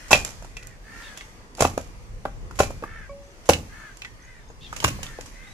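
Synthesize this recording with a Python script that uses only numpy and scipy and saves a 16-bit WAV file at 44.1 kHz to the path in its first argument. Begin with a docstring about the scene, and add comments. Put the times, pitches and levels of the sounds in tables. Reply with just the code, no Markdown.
"""Bricks dropped on a rubble heap

Close by, to the right of the microphone, bricks fall from a wall onto a heap of broken ones. Each
knocks, rings, tips over, sprays grit and sets pieces sliding; the yard walls answer briefly.
Crows and smaller birds call far off, metal rings once, and light wind buffets the microphone."""
import sys
import numpy as np
from scipy import signal
from scipy.fft import rfft, irfft, next_fast_len
from scipy.io import wavfile
from scipy.ndimage import uniform_filter1d, map_coordinates

SR = 44100
rng = np.random.default_rng(int(sys.argv[2]) if len(sys.argv) > 2 else 0)


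def unload_wav(signal):
    """Save mono or channel-first audio to the path in sys.argv[1] as 16-bit WAV at rate SR, clipped to [-1, 1]."""
    wavfile.write(
        sys.argv[1],
        SR,
        np.round(np.clip(np.atleast_2d(signal).T, -1, 1) * 32767).astype(np.int16),
    )


N = 243873
T = np.arange(SR // 2) / SR  # seconds after a blow


def amp(db):
    """Decibels to gain."""
    return 10 ** (np.asarray(db) / 20)

def unit(x):
    """Scale to rms 1."""
    return x / np.sqrt(np.mean(x ** 2) + 1e-20)

def struck(x):
    """Scale to rms 1 over the first 10 ms."""
    return x / np.sqrt(np.mean(x[..., :SR // 100] ** 2) + 1e-20)

def fade(t60):
    """Decay by 60 dB in t60 seconds."""
    return amp(-60 * T / t60)

def rise(seconds):
    """Attack with this time constant."""
    return 1 - np.exp(-T / seconds)

def along(points, hz):
    """Read (Hz, value) points on a log frequency axis."""
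    freqs, values = np.transpose(points)
    return np.interp(np.log(hz + 1), np.log(freqs + 1), values)

def wobble(rate):
    """A smooth random curve, rate knots a second."""
    return map_coordinates(rng.standard_normal(int(N * rate / SR) + 4), [np.arange(N) * rate / SR])

def filtered(x, response):
    """Pass x through a frequency response."""
    n = x.shape[-1]
    padded = next_fast_len(n + SR // 10)
    return irfft(rfft(x, padded) * response(np.fft.rfftfreq(padded, 1 / SR)), padded)[..., :n]

def coloured(x, points):
    """Pass x through a (Hz, dB) spectrum."""
    return filtered(x, lambda hz: amp(along(points, hz)))

def add(track, s, x):
    """Mix x into the track from second s."""
    i = round(s * SR)
    x = x[..., max(-i, 0):max(N - i, 0)]
    track[:, max(i, 0):max(i, 0) + x.shape[-1]] += x


# Width of diffuse sound at the microphone. Each row: frequency in Hz, side share.
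SIDE_SHARE = [(100, 0.097), (500, 0.27), (1200, 0.78), (4000, 0.76), (12000, 0.7)]

def diffuse(pair):
    """Two unrelated signals become left and right, alike in the bass."""
    share = lambda hz: np.clip(along(SIDE_SHARE, hz), 0, .95)
    mid, side = filtered(pair, lambda hz: np.array([np.sqrt(1 - share(hz) ** 2), share(hz)]))
    return np.array([mid + side, mid - side])

def noise(n=len(T)):
    """White noise from all around."""
    return diffuse(rng.standard_normal((2, n)))

def patchy(pair, depth_db):
    """Random swells, each in its own band."""
    bands = signal.stft(pair, nperseg=1024)[2]
    swells = uniform_filter1d(rng.standard_normal(bands.shape[1:]), size=4, axis=0)
    swells = uniform_filter1d(swells, size=10, axis=1)
    return signal.istft(bands * amp(depth_db * unit(swells)), nperseg=1024)[1][:, :N]

def drift(points):
    """Gain that follows (seconds, dB) points."""
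    return amp(np.interp(np.arange(N) / SR, *np.transpose(points)))


# Open country beyond the yard. Each row: frequency in Hz, relative level in dB.
HISS_SPECTRUM = [(120, -37), (200, -10), (497, -13), (769, -14.5), (1230, -12.5), (1330, -17.5),
                 (1910, -14.5), (3820, -24), (4840, -20.5), (5300, -23.5), (5800, -19.5), (13600, -36.5),
                 (15500, -59.5)]
# Its treble. Each row: time in seconds, relative level in dB.
TREBLE_LEVELS = [(0.0, -52.5), (0.8, -63), (1.02, -52.5), (1.57, -68), (1.68, -59.5), (2.5, -63),
                 (2.76, -56.5), (3.16, -62), (3.77, -57), (4.56, -62), (4.84, -51), (5.53, -58.5)]

def country_hiss(split_hz=1000):
    """A faint, distant hiss whose treble drifts in level."""
    hiss = unit(coloured(patchy(noise(N), depth_db=2), HISS_SPECTRUM) * amp(1.7 * wobble(3.2)))
    low = filtered(hiss, lambda hz: 1 / (1 + (hz / split_hz) ** 2))
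    return amp(-50.5) * low + amp(8) * drift(TREBLE_LEVELS) * (hiss - low)


# Wind right on the microphone. Each row: frequency in Hz, relative level in dB.
BUFFET_SPECTRUM = [(12, -33), (20, 2), (43, 5), (70, -7), (108, -5), (245, -19), (265, -28.5), (500, -21),
                   (650, -44), (1100, -120)]
# Its gusts. Each row: time in seconds, relative level in dB.
GUSTS = [(0.0, -53), (0.2, -43.5), (1.15, -54), (1.88, -47), (2.65, -40), (3.34, -53), (3.62, -51),
         (4.34, -51), (4.91, -44), (5.53, -49.5)]

def wind():
    """Eddies buffet the two microphone ports, partly together and partly apart."""
    eddies = rng.standard_normal(N) + rng.standard_normal((2, N))
    buffet = unit(coloured(eddies, BUFFET_SPECTRUM) * amp(1.6 * wobble(27)))
    return amp(4) * drift(GUSTS) * buffet


# Reverberation of the yard. Each row: frequency in Hz, t60 in seconds.
YARD_DECAY = [(80, 0.72), (250, .42), (600, 0.35), (1300, 0.23), (2600, 0.15), (7000, 0.29), (14000, 0.24)]
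# Its tone. Each row: frequency in Hz, gain in dB.
YARD_SPECTRUM = [(60, 5), (200, 1.5), (600, -3.5), (1300, 4.5), (2600, 8.5), (7000, -1), (14000, -5.5)]

def yard(x):
    """The walls scatter sound back; each frequency dies at its own speed."""
    hz, t, bands = signal.stft(rng.standard_normal((2, SR // 2)), SR, nperseg=256)
    decay = amp(-60 * t / along(YARD_DECAY, hz)[:, None])
    tail = signal.istft(bands * decay, SR, nperseg=256)[1][:, :len(T)]
    tail = diffuse(tail * rise(.0028))
    tail = coloured(tail / np.linalg.norm(tail[0]), YARD_SPECTRUM)
    return signal.fftconvolve(x, tail, axes=1)[:, :N]

def near_walls(x, count=7):
    """Early echoes off the house and the ground, each from its own direction."""
    ports = np.array([[1], [-1]])
    delays = [.0033 + .025 * late + .0004 * (bearing - .5) * ports
              for late, bearing in rng.random((count, 2))]
    return filtered(x, lambda hz: sum(np.exp(-2j * np.pi * hz * s) for s in delays) / np.sqrt(count))


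def chirp(hz, length_s=.012):
    """One brief falling whistle."""
    u = np.linspace(-1, 1, int(length_s * SR))
    return np.cos(np.pi * u / 2) ** 2 * np.sin(2 * np.pi * np.cumsum(hz * (1 - .04 * u)) / SR)

# Small birds, far off. Each row: start in seconds, length in seconds, pitch in Hz, level in dB.
TWITTER_BOUTS = [(3.23, .09, 6200, -55), (4.224, .04, 6900, -49), (4.387, .12, 3790, -61),
                 (4.44, .14, 5260, -62.5), (4.475, .035, 6920, -50.5), (5.44, .09, 3740, -51.5)]

def small_birds(spacing_s=.021, pitch_spread=.045):
    """Quick runs of chirps, uneven in time and pitch."""
    out = np.zeros((2, N))
    for s, length, hz, db in TWITTER_BOUTS:
        for start in np.arange(s, s + length, spacing_s):
            late, sharp = rng.standard_normal(2)
            add(out, start + .0072 * late, amp(db) * chirp(hz * (1 + pitch_spread * sharp)))
    return out


def caw(length, pitch_hz, rasp=.3):
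    """Arched, jittery harmonics and hoarse breath rattle through one throat resonance."""
    n = int(length * SR)
    u = np.arange(n) / n
    hz = pitch_hz * (1 - .55 * (u - .43) ** 2) * (1 + .015 * wobble(260)[:n])
    phase = 2 * np.pi * np.cumsum(hz) / SR
    throat_hz = 3.69 * pitch_hz
    throat = lambda f: 1 / (1 + ((f / throat_hz - throat_hz / (f + 1)) * 2.85) ** 2)
    voice = sum((throat(k * hz) + .03) * np.sin(k * phase) for k in range(2, 9))
    breath = filtered(rng.standard_normal(n), throat)
    rattle = 1 + .5 * np.sin(2 * np.pi * np.cumsum(78 + 16 * wobble(60)[:n]) / SR)
    call = np.sqrt(1 - rasp) * unit(voice) + np.sqrt(rasp) * unit(breath)
    return unit(call * rattle * np.sin(np.pi * u) ** .63)

# Distant calls. Each row: start in seconds, length in seconds, pitch in Hz, relative level in dB.
HARSH_CALLS = [(-.1, 0.28, 490.6, -53), (0.561, .21, 497, -54.5), (0.831, .35, 460.3, -46.5),
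               (1.019, 0.082, 923, -49.5), (1.152, 0.074, 860, -51.5), (2.832, .25, 448.2, -45),
               (3.685, 0.26, 440, -46.5), (4.159, .28, 502.6, -54.5), (4.607, 0.077, 920, -46.5),
               (4.982, .24, 462, -50.5), (5.305, 0.28, 521, -53)]

def crows():
    """Crows caw, and a shriller bird gives shorter calls."""
    out = np.zeros((2, N))
    for s, length, hz, db in HARSH_CALLS:
        add(out, s, amp(db - 2) * caw(length, hz))
    return out


# Something metal nearby. Each row: frequency in Hz, level in dB, t60 in seconds.
METAL_MODES = [(562, -36.5, 0.6), (1110, -38.5, 0.15), (2276, -46.5, 0.14)]

def metal_tap(start_s=3.093):
    """One light tap sets the metal ringing."""
    out = np.zeros((2, N))
    modes = sum(amp(db) * np.sin(2 * np.pi * hz * T) * fade(t60) for hz, db, t60 in METAL_MODES)
    add(out, start_s, modes * rise(.0015))
    return out


# Bearing of the heap. 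Each row: time in seconds, lag of the left channel in seconds.
LEFT_LAG = [(0, 0.000023), (1.6, .00012), (2.6, 0.00012), (3.5, 0.00012), (4.9, .00022)]
# Shading at the microphone. Each row: frequency in Hz, left minus right in dB.
LEFT_SHADE = [(500, -0.2), (2500, -0.5), (4500, -7), (6500, -6), (9000, -4.5), (11000, -10.5), (14000, 1)]

def from_heap(s, x):
    """Sound from the heap reaches the right port first, and mostly louder."""
    lag = np.interp(s, *np.transpose(LEFT_LAG))
    half = np.array([[.5], [-.5]])
    return filtered(x, lambda hz: np.exp(-2j * np.pi * hz * lag * half)
                    * amp(along(LEFT_SHADE, hz) * half))


def grains(rate, spread_db):
    """Tiny fractures of random size, about rate a second."""
    sizes = amp(spread_db * np.minimum(rng.exponential(size=len(T)), 3.5))
    breaks = rng.random(len(T)) < rate / SR
    return diffuse(sizes * breaks * rng.standard_normal((2, len(T))))

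# Brick grit, close up. Each row: frequency in Hz, relative level in dB.
GRIT_SPECTRUM = [(1200, -3.5), (3000, -4), (4300, -9), (5600, -3), (7300, -0.5), (8500, -11.5),
                 (11000, -11), (14000, -21), (16000, -40.5)]

def crumbs(t60=.36):
    """A patter of fine grit and a few coarse crumbs starts at once and thins out."""
    fine = unit(grains(rate=3100, spread_db=.5))
    coarse = unit(grains(rate=89, spread_db=.5))
    return unit(coloured(fine + amp(-6) * coarse, GRIT_SPECTRUM)) * fade(t60) * rise(.0015)


# The ground under the heap. Each row: frequency in Hz, relative level in dB.
EARTH_SPECTRUM = [(25, -25.5), (70, -2), (160, -4.5), (280, -8), (600, -36)]

def rumble(boom_t60=.19, settle_t60=.85):
    """The ground booms under a brick, then the heap settles more quietly."""
    earth = unit(coloured(noise(), EARTH_SPECTRUM))
    release = np.minimum(1, (T[-1] - T) / .1)
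    return earth * (fade(boom_t60) + amp(-13.5) * fade(settle_t60)) * rise(.0037) * release

def sine(hz):
    """One mode at a random phase."""
    return np.sin(2 * np.pi * (hz * T + rng.random()))

CUSHION_S = .00062  # the crumbling edge softens each blow

def thud():
    """The ground takes a blow with a short, low thump."""
    earth = unit(coloured(noise(), EARTH_SPECTRUM))
    return struck((earth * fade(.096) + sine(84.5) * fade(.094)) * rise(CUSHION_S))


# A brick bedded in rubble. Each row: multiple of the knock pitch, relative level in dB.
BEDDED_MODES = [(.72, -4), (0.982, 2.5), (1.3, -1), (1.748, -5.5), (2.2, -11.5)]
# Crushing at the contact. Each row: frequency in Hz, relative level in dB.
CRUSH_SPECTRUM = [(150, -12), (400, 2), (1200, -5), (1500, -1), (1900, -7.5), (5000, -48)]

def knock(t60, hz):
    """The bedded brick sounds dully as its edge crushes."""
    modes = sum(amp(db + rng.normal(0, .31)) * sine(hz * ratio * rng.normal(1, .025))
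                for ratio, db in BEDDED_MODES)
    crush = coloured(noise(), CRUSH_SPECTRUM)
    envelope = fade(t60) * rise(CUSHION_S)
    blow = struck(modes * envelope) + .5 * struck(crush * envelope)
    return struck(signal.sosfilt(signal.butter(5, 1550, fs=SR, output="sos"), blow))


# A brick ringing freely. Each row: multiple of the ring pitch, relative level in dB,
# t60 in seconds when the blow's own t60 is 0.029 s.
FREE_MODES = [(.75, -3.5, .05), (0.911, 0.5, 0.1), (.93, -16.5, 0.55), (1, 9, .06), (1.28, -10, .13),
              (1.36, -19.5, 0.081), (1.549, -17, 0.03), (2.091, -17, 0.1), (2.39, -23, 0.047),
              (2.7, -18, 0.087)]

def ring(t60, hz):
    """The brick's body rings, and the contact point cracks around the same pitch."""
    body = sum(amp(db + rng.normal(0, .4)) * sine(hz * ratio) * fade(life * t60 / .029)
               for ratio, db, life in FREE_MODES)
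    around_pitch = lambda f: 1 / (1 + (np.log((f + 1) / hz) / .73) ** 4)
    crack = filtered(grains(rate=15000, spread_db=6), around_pitch)
    return struck((struck(body) + .7 * struck(crack * fade(t60))) * rise(.00025))

def contact(t60, knock_hz, ring_hz, knock_db, ring_db, grit_db):
    """One blow: the brick knocks, the ground thuds, the body rings and the edge crumbles."""
    low = amp(knock_db) * (knock(t60, knock_hz) + amp(-16.5) * thud())
    clink = amp(ring_db) * ring(t60, ring_hz)
    fractures = grains(rate=8100, spread_db=6) * fade(t60 * 1.7) * rise(.0018)
    return low + clink + amp(grit_db) * struck(coloured(fractures, GRIT_SPECTRUM))

def nudge(t60, knock_hz, ring_hz, knock_db, ring_db, grit_db):
    """A light contact sets a trickle of crumbs running."""
    return contact(t60, knock_hz, ring_hz, knock_db, ring_db, grit_db) + amp(grit_db - 5.5) * crumbs()


# Bricks shifting on the heap or working loose in the wall. 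Each row: start in seconds, t60 in seconds, knock
# pitch in Hz, # knock and grit levels in dB.
DULL_BUMPS = [(.423, .021, 700, -43.5, -52), (.445, 0.029, 745, -43.5, -50.5),
              (1.7767, 0.011, 694, -21, -38.5), (2.252, 0.031, 614, -25, -59),
              (2.255, 0.021, 1125, -28, -58), (2.51, 0.012, 1053, -40.5, -53.5),
              (2.704, .022, 540, -34, -47.5), (2.824, 0.043, 496, -33.5, -60),
              (2.837, 0.027, 1222, -28.5, -61.5), (4.501, 0.035, 480, -44.5, -76.5),
              (4.727, 0.027, 1285, -31.5, -44), (4.989, .022, 584, -41, -62), (5.187, .044, 490, -34, -68)]

def rolling_bricks():
    """Bricks roll over or work loose, bumping dully and hardly ringing."""
    out = np.zeros((2, N))
    for s, t60, hz, db, grit_db in DULL_BUMPS:
        bump = nudge(t60, knock_hz=hz, ring_hz=2580, knock_db=db, ring_db=db - 19, grit_db=grit_db)
        add(out, s, from_heap(s, bump))
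    return out


# Shards sliding down the heap. Each row: start in seconds, ring pitch in Hz, ring and grit levels in dB.
SHARD_CLINKS = [(0.2486, 7570, -29, -30.5), (0.568, 2635, -35, -45.5), (.627, 2560, -48.5, -50),
                (0.671, 7600, -43, -52), (1.173, 3040, -51, -39.5), (1.209, 2180, -39, -60.5),
                (1.5503, 4860, -50, -50), (3.971, 7300, -50, -51), (4.019, 2644, -35, -56),
                (4.048, 1986, -34.5, -54), (4.7627, 2540, -38, -36), (4.802, 3170, -35, -36.5),
                (5.0305, 2970, -34.5, -35.5), (5.066, 3560, -39.5, -69), (5.208, 2520, -47, -42),
                (5.259, 2540, -60, -45)]

def shards(cycles=54):
    """Each shard clinks and faintly knocks the brick it falls on; small ones die sooner."""
    out = np.zeros((2, N))
    for s, hz, db, grit_db in SHARD_CLINKS:
        clink = nudge(cycles / hz, knock_hz=1160, ring_hz=hz,
                      knock_db=db - 16, ring_db=db, grit_db=grit_db)
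        add(out, s, from_heap(s, clink))
    return out


# Bricks landing near the microphone. Each row: time in seconds, the brick's ring pitch in Hz,
# rumble and crumb spray levels in dB.
DROPS = [(.122, 2624, -34.5, -27.5), (1.612, 2597, -25, -24), (2.596, 2582, -29.5, -27),
         (3.497, 2863, -24.5, -26.5), (4.846, 2797, -21, -31.5)]
# Their blows as they strike and tip over. Each row: start in seconds, t60 in seconds,
# knock pitch in Hz, then knock, ring and grit levels in dB.
HARD_BLOWS = [(.107, 0.16, 887, -22.5, -32, -21.5), (0.1132, 0.031, 1060, -17.5, -24, -36),
              (0.1301, 0.015, 623, -9.5, -5.5, -19), (0.148, 0.013, 616, -20, -33, -41.5),
              (1.5822, .02, 706, -37.5, -64, -76), (1.592, 0.17, 580, -34, -39.5, -41),
              (1.6062, 0.013, 470, -16.5, -37, -18), (1.6209, 0.041, 630, -15, -30, -23.5),
              (1.646, 0.032, 860, -21, -37, -46), (1.651, .018, 742, -15, -27, -34),
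              (2.589, 0.049, 1088, -25.5, -34, -23.5), (2.6015, 0.033, 593, -10.5, -28.5, -44),
              (2.632, .038, 493, -35, -31.5, -33), (3.4898, 0.043, 497, -8, -30, -18),
              (3.4955, 0.014, 639, -13.5, -18.5, -26), (3.5336, 0.025, 505, -49, -22, -35),
              (4.825, 0.063, 925, -34, -43, -42), (4.8412, 0.015, 420, -24.5, -49, -21),
              (4.845, 0.015, 1147, -16.5, -20.5, -27), (4.8786, 0.033, 580, -35, -30.5, -28.5)]

def dropped_bricks(mortar_lead_s=.042):
    """Each brick follows its loose mortar down, shakes the ground, throws crumbs and rings."""
    out = np.zeros((2, N))
    for s, _, rumble_db, spray_db in DROPS:
        mortar = amp(spray_db - 16.5) * crumbs()
        add(out, s - mortar_lead_s, from_heap(s, mortar))
        add(out, s, from_heap(s, amp(rumble_db) * rumble() + amp(spray_db) * crumbs(t60=.25)))
    for s, t60, knock_hz, knock_db, ring_db, grit_db in HARD_BLOWS:
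        ring_hz = min(DROPS, key=lambda drop: abs(drop[0] - s))[1]  # each brick keeps its own pitch
        add(out, s, from_heap(s, contact(t60, knock_hz, ring_hz, knock_db, ring_db, grit_db)))
    return out


def scene():
    """From the microphone the heap is near and fairly dry, the birds far and echoing."""
    near = dropped_bricks() + rolling_bricks() + shards() + metal_tap()
    far = crows() + small_birds()
    echoes = amp(-6) * yard(far) + amp(-17) * near_walls(near) + amp(-15) * yard(near)
    return near + far + echoes + wind() + country_hiss()

def record(dry):
    """The hardest blows flatten near full scale; the treble ends at 14.7 kHz."""
    flattened = dry / (1 + np.abs(dry / 1.02) ** 6) ** (1 / 6)
    return filtered(flattened, lambda hz: 1 / (1 + (hz / 14700) ** 50))


dry = scene()
out = record(dry)
unload_wav(out)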